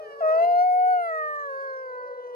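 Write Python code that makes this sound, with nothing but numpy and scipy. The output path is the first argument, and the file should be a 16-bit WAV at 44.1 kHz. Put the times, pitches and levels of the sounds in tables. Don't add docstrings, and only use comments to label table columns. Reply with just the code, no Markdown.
import sys
import numpy as np
from scipy import signal
from scipy.fft import rfft, irfft, next_fast_len
from scipy.io import wavfile
from scipy.ndimage import uniform_filter1d, map_coordinates

SR = 44100
rng = np.random.default_rng(int(sys.argv[2]) if len(sys.argv) > 2 else 0)


def to_wav(s):
    ch = np.atleast_2d(s).T
    pcm = np.round(np.clip(ch, -1, 1) * 32767)
    wavfile.write(sys.argv[1], SR, pcm.astype(np.int16))


N = 103635

# frequency in Hz, relative noise density in dB.
STILL_AIR_SPECTRUM = [(25, -16), (60, 0), (120, -4), (170, 1), (220, -9), (1000, 1.5), (3000, -18.5),
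                      (5000, -10), (7000, -24.5), (10000, -18.5), (12500, -23.5), (15500, -31)]
# time in seconds, level of the still air in dB.
STILL_AIR_LEVEL = [(0, -65.5), (.6, -65.5), (1.2, -71), (2.35, -79)]
# frequency in Hz, relative noise density in dB.
CHORUS_SPECTRUM = [(280, -32), (345, -9), (450, -3.5), (620, -3.5), (780, -12.5), (950, -19.5),
                   (1250, -19.5), (1700, -30), (3000, -58)]
# time in seconds, level of the blurred voices in dB.
CHORUS_LEVEL = [(0, -53), (.6, -58.5), (1.3, -63), (1.6, -57.5), (2.0, -57.5), (2.35, -58.5)]
# frequency in Hz, time to fall by 60 dB in seconds.
FOREST_DECAY = [(400, 0.92), (1500, 0.63), (5000, 0.18), (12000, 0.067)]
# start and end in seconds, pitch and slide in Hz, fundamental in dB, second
# harmonic against it in dB, side (positive is left). A row that ends before it starts is silent.
PACK_CALLS = [(-.2, .7, 446, -16, -47, -25.5, -0.037), (.6, 1.1, 414, -23, -56.5, -28.5, .5),
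              (-0.42, 0.6, 427, 7, -50, -28.5, 0.37), (-0.45, 0.31, 580, 5, -57, -11.5, 0.95),
              (-.1, .4, 820, 90, -62, -10.5, -0.21), (1.87, 2.27, 548, -21.5, -47.5, -27, 1),
              (1.88, 3.5, 572, 2, -65, -8, 0.23), (1.86, 3.2, 390, -7, -66, -28, -1.6),
              (2.1, 1.5, 490, -18, -75.5, 3, 0.17)]

# time in seconds, pitch in Hz, then the levels in dB of the fundamental,
# the second harmonic and all higher ones together.
SECOND_HOWL = [(0, 637, -36.5, -52, -60.5), (.07, 583.5, -48.5, -55, -49), (.17, 563.3, -48, -47, -52),
               (.24, 554, -40.5, -43, -51), (.35, 496.4, -40, -46.5, -54), (.41, 519, -44.5, -46, -50.5),
               (.5, 494.5, -43.5, -49.5, -62.5), (.62, 472, -54, -55, -64.5),
               (.74, 494.3, -45.5, -66, -70.5), (.86, 466.5, -44.5, -64.5, -73.5),
               (1.1, 461.4, -45.5, -67, -80), (1.45, 463.3, -49, -62.5, -71.5),
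               (1.63, 449.4, -54.5, -75, -78), (1.87, 478, -49, -56.5, -77.5),
               (2.2, 483.2, -46, -56, -70.5), (2.35, 467, -55, -58, -81)]
# frequency in Hz, relative gain in dB.
SECOND_THROAT = [(1400, -1), (1750, 7), (2250, -12.5), (3000, -3.5), (3600, -26.5), (4700, -18.5),
                 (7000, -30.5), (10000, -35), (14000, -46.5)]

# time in seconds, pitch in Hz.
NEAR_PITCH = [(0.205, 694.6), (0.23, 635.5), (0.26, 632.2), (0.3, 631.3), (0.36, 650.5), (0.44, 685.2),
              (0.48, 701.2), (0.53, 697), (0.6, 710.6), (0.65, 730.8), (0.73, 724.5), (0.82, 732.3),
              (0.91, 736.4), (0.97, 717.8), (1.05, 680.7), (1.13, 638.8), (1.22, 615.9), (1.33, 598),
              (1.42, 582.6), (1.5, 548.5), (1.55, 537.5), (1.61, 545.6), (1.72, 532), (1.82, 525),
              (1.93, 501.2), (2.1, 496.3), (2.18, 500.7), (2.35, 490.8)]
# time in seconds, then the levels in dB of harmonics 1 to 4 and all higher ones together.
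NEAR_LEVELS = [(0.21, -26, -43, -59.5, -61.5, -76.5), (0.245, -20.5, -32, -47, -56.5, -68),
               (0.3, -20.5, -29, -41.5, -54.5, -61), (0.37, -19.5, -34, -47, -53.5, -64),
               (0.44, -18, -46.5, -42, -49, -57.5), (0.48, -17.5, -48.5, -48, -53, -60.5),
               (0.54, -18, -46.5, -52, -57, -60), (0.61, -17.5, -38, -47, -61.5, -54.5),
               (0.66, -18, -47, -47.5, -70, -62), (0.73, -19.5, -47.5, -47.5, -77, -65.5),
               (0.82, -19, -43.5, -49.5, -64, -67.5), (0.93, -19, -34, -50.5, -64, -62.5),
               (0.98, -22.5, -36.5, -50.5, -55.5, -69), (1.05, -29.5, -34.5, -44.5, -59.5, -60.5),
               (1.13, -31, -32.5, -37.5, -65, -67), (1.21, -35.5, -30, -34.5, -61.5, -65),
               (1.32, -39.5, -32.5, -36.5, -69, -66.5), (1.42, -43, -34.5, -37, -69, -65),
               (1.5, -36.5, -38, -38.5, -72.5, -67.5), (1.68, -37, -39.5, -36.5, -64.5, -66),
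               (1.85, -38, -46, -42, -60, -70.5), (2.0, -39.5, -40, -42, -56, -71.5),
               (2.18, -40.5, -49, -50, -60, -71.5), (2.34, -37.5, -50, -59.5, -60.5, -64.5)]
# frequency in Hz, relative gain in dB.
NEAR_THROAT = [(2400, -2.5), (3300, -1.5), (3800, -5), (4300, -4), (5000, -9), (6000, -2.5), (7400, -17),
               (8400, -13), (9300, -10), (11000, -8.5), (11900, -29), (15500, -25.5)]
# time in seconds, centre in Hz.
SHEEN_CENTRE = [(.25, 5160), (.45, 4460), (.6, 4280), (.93, 4290), (1.05, 3466), (1.47, 3400), (1.56, 4830),
                (2.05, 4870), (2.3, 2940)]
# time in seconds, relative lift in dB.
TOP_LIFT = [(.25, -6), (.45, -6), (.6, 0.5), (.7, 5.5), (1.0, 7.5), (1.2, -1), (1.5, -1), (1.8, -12),
            (2.3, -20)]
# frequency in Hz, relative noise density in dB.
BREATH_SPECTRUM = [(200, -34), (600, 1), (1500, 10.5), (2600, -1.5), (3500, -22), (4900, -3), (7300, -14),
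                   (8300, -5.5), (11000, 0), (12500, -8.5), (15500, -16.5)]
# start in seconds, depth in dB.
NEAR_DIPS = [(.451, 3.5), (0.628, 2)]

# frequency in Hz, left microphone's lead in ms.
LEFT_LEAD = [(700, .28), (1000, .32), (1250, .29), (1650, .36), (1900, .39), (3400, .44), (5000, .44),
             (8300, .43), (10000, .46)]
# frequency in Hz, left minus right in dB.
MIC_BALANCE = [(100, -2.5), (350, 1.6), (700, 2.2), (1400, -3), (2000, -0.5), (3300, 0.7), (5200, -6),
               (8000, -1.4), (14000, 4)]

NEAR_START_S, NEAR_ATTACK_S = .205, .0055
RASP_DEPTH, RASP_FADE_S = .05, .3
SHEEN_DB, SHEEN_WIDTH_HZ, TOP_KNEE_HZ = 8, 650, 7400
BREATH_DB = -10
DIP_FALL_S, DIP_RECOVER_S = .0014, .057
PACK_ARCH, PACK_FADE_S = .015, .14
NEAR_ECHO_DB, PACK_ECHO_DB, ECHO_RISE_S = -37, -17, .03
BAND_LIMIT_HZ = 15700
LEFT_RIGHT = np.array([[1], [-1]])


def amp(db):
    return 10 ** (np.asarray(db) / 20)


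def unit(x):
    return x / np.sqrt(np.mean(x ** 2) + 1e-20)


def along(points, hz):
    freqs, values = np.transpose(points)
    return np.interp(np.log(hz + 1), np.log(freqs + 1), values)


def clock():
    return np.arange(N) / SR


def curves(rows):
    times, *columns = np.transpose(rows)
    return [uniform_filter1d(np.interp(clock(), times, column), size=600) for column in columns]


def wobble(per_s):
    return map_coordinates(rng.standard_normal(N // 20), [clock() * per_s + 2], mode="wrap")


def filtered(x, response):
    size = next_fast_len(N + SR // 2)
    return irfft(rfft(x, size) * response(np.fft.rfftfreq(size, 1 / SR)), size)[..., :N]


def noise(spectrum):
    return unit(filtered(rng.standard_normal(N), lambda hz: amp(along(spectrum, hz))))


def placed(x, side):
    return filtered(x, lambda hz: np.exp(1j * np.pi * hz * side * along(LEFT_LEAD, hz) / 1000 * LEFT_RIGHT))


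def ambience(spectrum, level, spread):
    level_db, = curves(level)
    return amp(level_db) * unit(noise(spectrum) + spread * LEFT_RIGHT * noise(spectrum))


def forest_echo(x):
    hz, t, spectra = signal.stft(rng.standard_normal((2, SR)), SR, nperseg=256)
    decay = amp(-60 * t / along(FOREST_DECAY, hz)[:, None])
    _, tail = signal.istft(spectra * decay, SR, nperseg=256)
    mid, side = tail * np.minimum(np.arange(tail.shape[1]) / SR / ECHO_RISE_S, 1)
    response = mid + 1.4 * LEFT_RIGHT * side
    return signal.fftconvolve(x, response / np.linalg.norm(response[0]), axes=1)[:, :N]


def vocal_folds(pitch, jitter):
    tremor = wobble(per_s=60) + .7 * wobble(per_s=14)
    return 2 * np.pi * (np.cumsum(pitch * (1 + jitter * tremor)) / SR + rng.random())


def overtones(phase, pitch, throat_db, orders, flicker_db=3.5):
    gains = np.array([amp(throat_db(k * pitch) + flicker_db * wobble(per_s=24)) for k in orders])
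    harmonics = gains * np.sin(np.outer(orders, phase))
    return np.sqrt(2) * harmonics.sum(axis=0) / np.linalg.norm(gains, axis=0)


def far_wolf(start, end, pitch_hz, slide_hz, level_db, bright_db):
    t = clock()
    progress = np.clip((t - start) / (end - start), 0, 1)
    arch = 1 + PACK_ARCH * (np.sin(np.pi * progress) - .5)
    phase = vocal_folds(pitch_hz * arch + slide_hz * (progress - .5), jitter=.0051)
    tone = np.sin(phase) + amp(bright_db) * (np.sin(2 * phase) + amp(-23) * np.sin(3 * phase))
    fade = np.clip(np.minimum(t - start, end - t) / PACK_FADE_S, 0, 1)
    return np.sqrt(2) * tone * amp(level_db + 3.8 * wobble(per_s=12)) * fade


def second_wolf():
    pitch, first_db, second_db, upper_db = curves(SECOND_HOWL)
    phase = vocal_folds(pitch, jitter=.0045)
    low = np.sqrt(2) * (amp(first_db) * np.sin(phase) + amp(second_db) * np.sin(2 * phase))
    high = overtones(phase, pitch, lambda hz: along(SECOND_THROAT, hz), range(3, 19))
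    return low + amp(upper_db) * high


def near_throat(hz):
    (sheen_hz,), (top_db,) = curves(SHEEN_CENTRE), curves(TOP_LIFT)
    sheen_db = SHEEN_DB * np.exp(-((hz - sheen_hz) / SHEEN_WIDTH_HZ) ** 2)
    shelf_db = top_db / (1 + (TOP_KNEE_HZ / hz) ** 10)
    return along(NEAR_THROAT, hz) + sheen_db + shelf_db


def near_wolf():
    t = clock()
    age = np.maximum(t - NEAR_START_S, 0)
    pitch, = curves(NEAR_PITCH)
    *low_db, treble_db = curves(NEAR_LEVELS)
    phase = vocal_folds(pitch, jitter=.0011)
    rasp = RASP_DEPTH * np.exp(-age / RASP_FADE_S) * wobble(per_s=260)
    low = np.sqrt(2) * sum(amp(db) * (1 + k * rasp) * np.sin(k * phase) for k, db in enumerate(low_db, 1))
    high = overtones(phase, pitch, near_throat, range(5, 25))
    flutter = 1 + 4 * rasp + .22 * wobble(per_s=110)
    breath = amp(BREATH_DB) * noise(BREATH_SPECTRUM)
    voice = low + amp(treble_db) * (high * flutter + breath)
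    dip_db = sum(depth * np.clip((t - start) / DIP_FALL_S, 0, 1) * np.exp(-abs(t - start) / DIP_RECOVER_S)
                 for start, depth in NEAR_DIPS)
    return voice * np.minimum(age / NEAR_ATTACK_S, 1) * amp(-dip_db)


def scene():
    near = placed(near_wolf(), side=.99)
    others = placed(second_wolf(), side=1.05)
    others += sum(placed(far_wolf(*call), side) for *call, side in PACK_CALLS)
    echo = forest_echo(amp(NEAR_ECHO_DB) * near + amp(PACK_ECHO_DB) * others)
    chorus = ambience(CHORUS_SPECTRUM, CHORUS_LEVEL, spread=.77)
    still_air = ambience(STILL_AIR_SPECTRUM, STILL_AIR_LEVEL, spread=.73)
    return still_air + chorus + echo + others + near


def record(dry):
    return filtered(dry, lambda hz: amp(along(MIC_BALANCE, hz) * LEFT_RIGHT / 2) * (hz < BAND_LIMIT_HZ))


dry = scene()
out = record(dry)
to_wav(out)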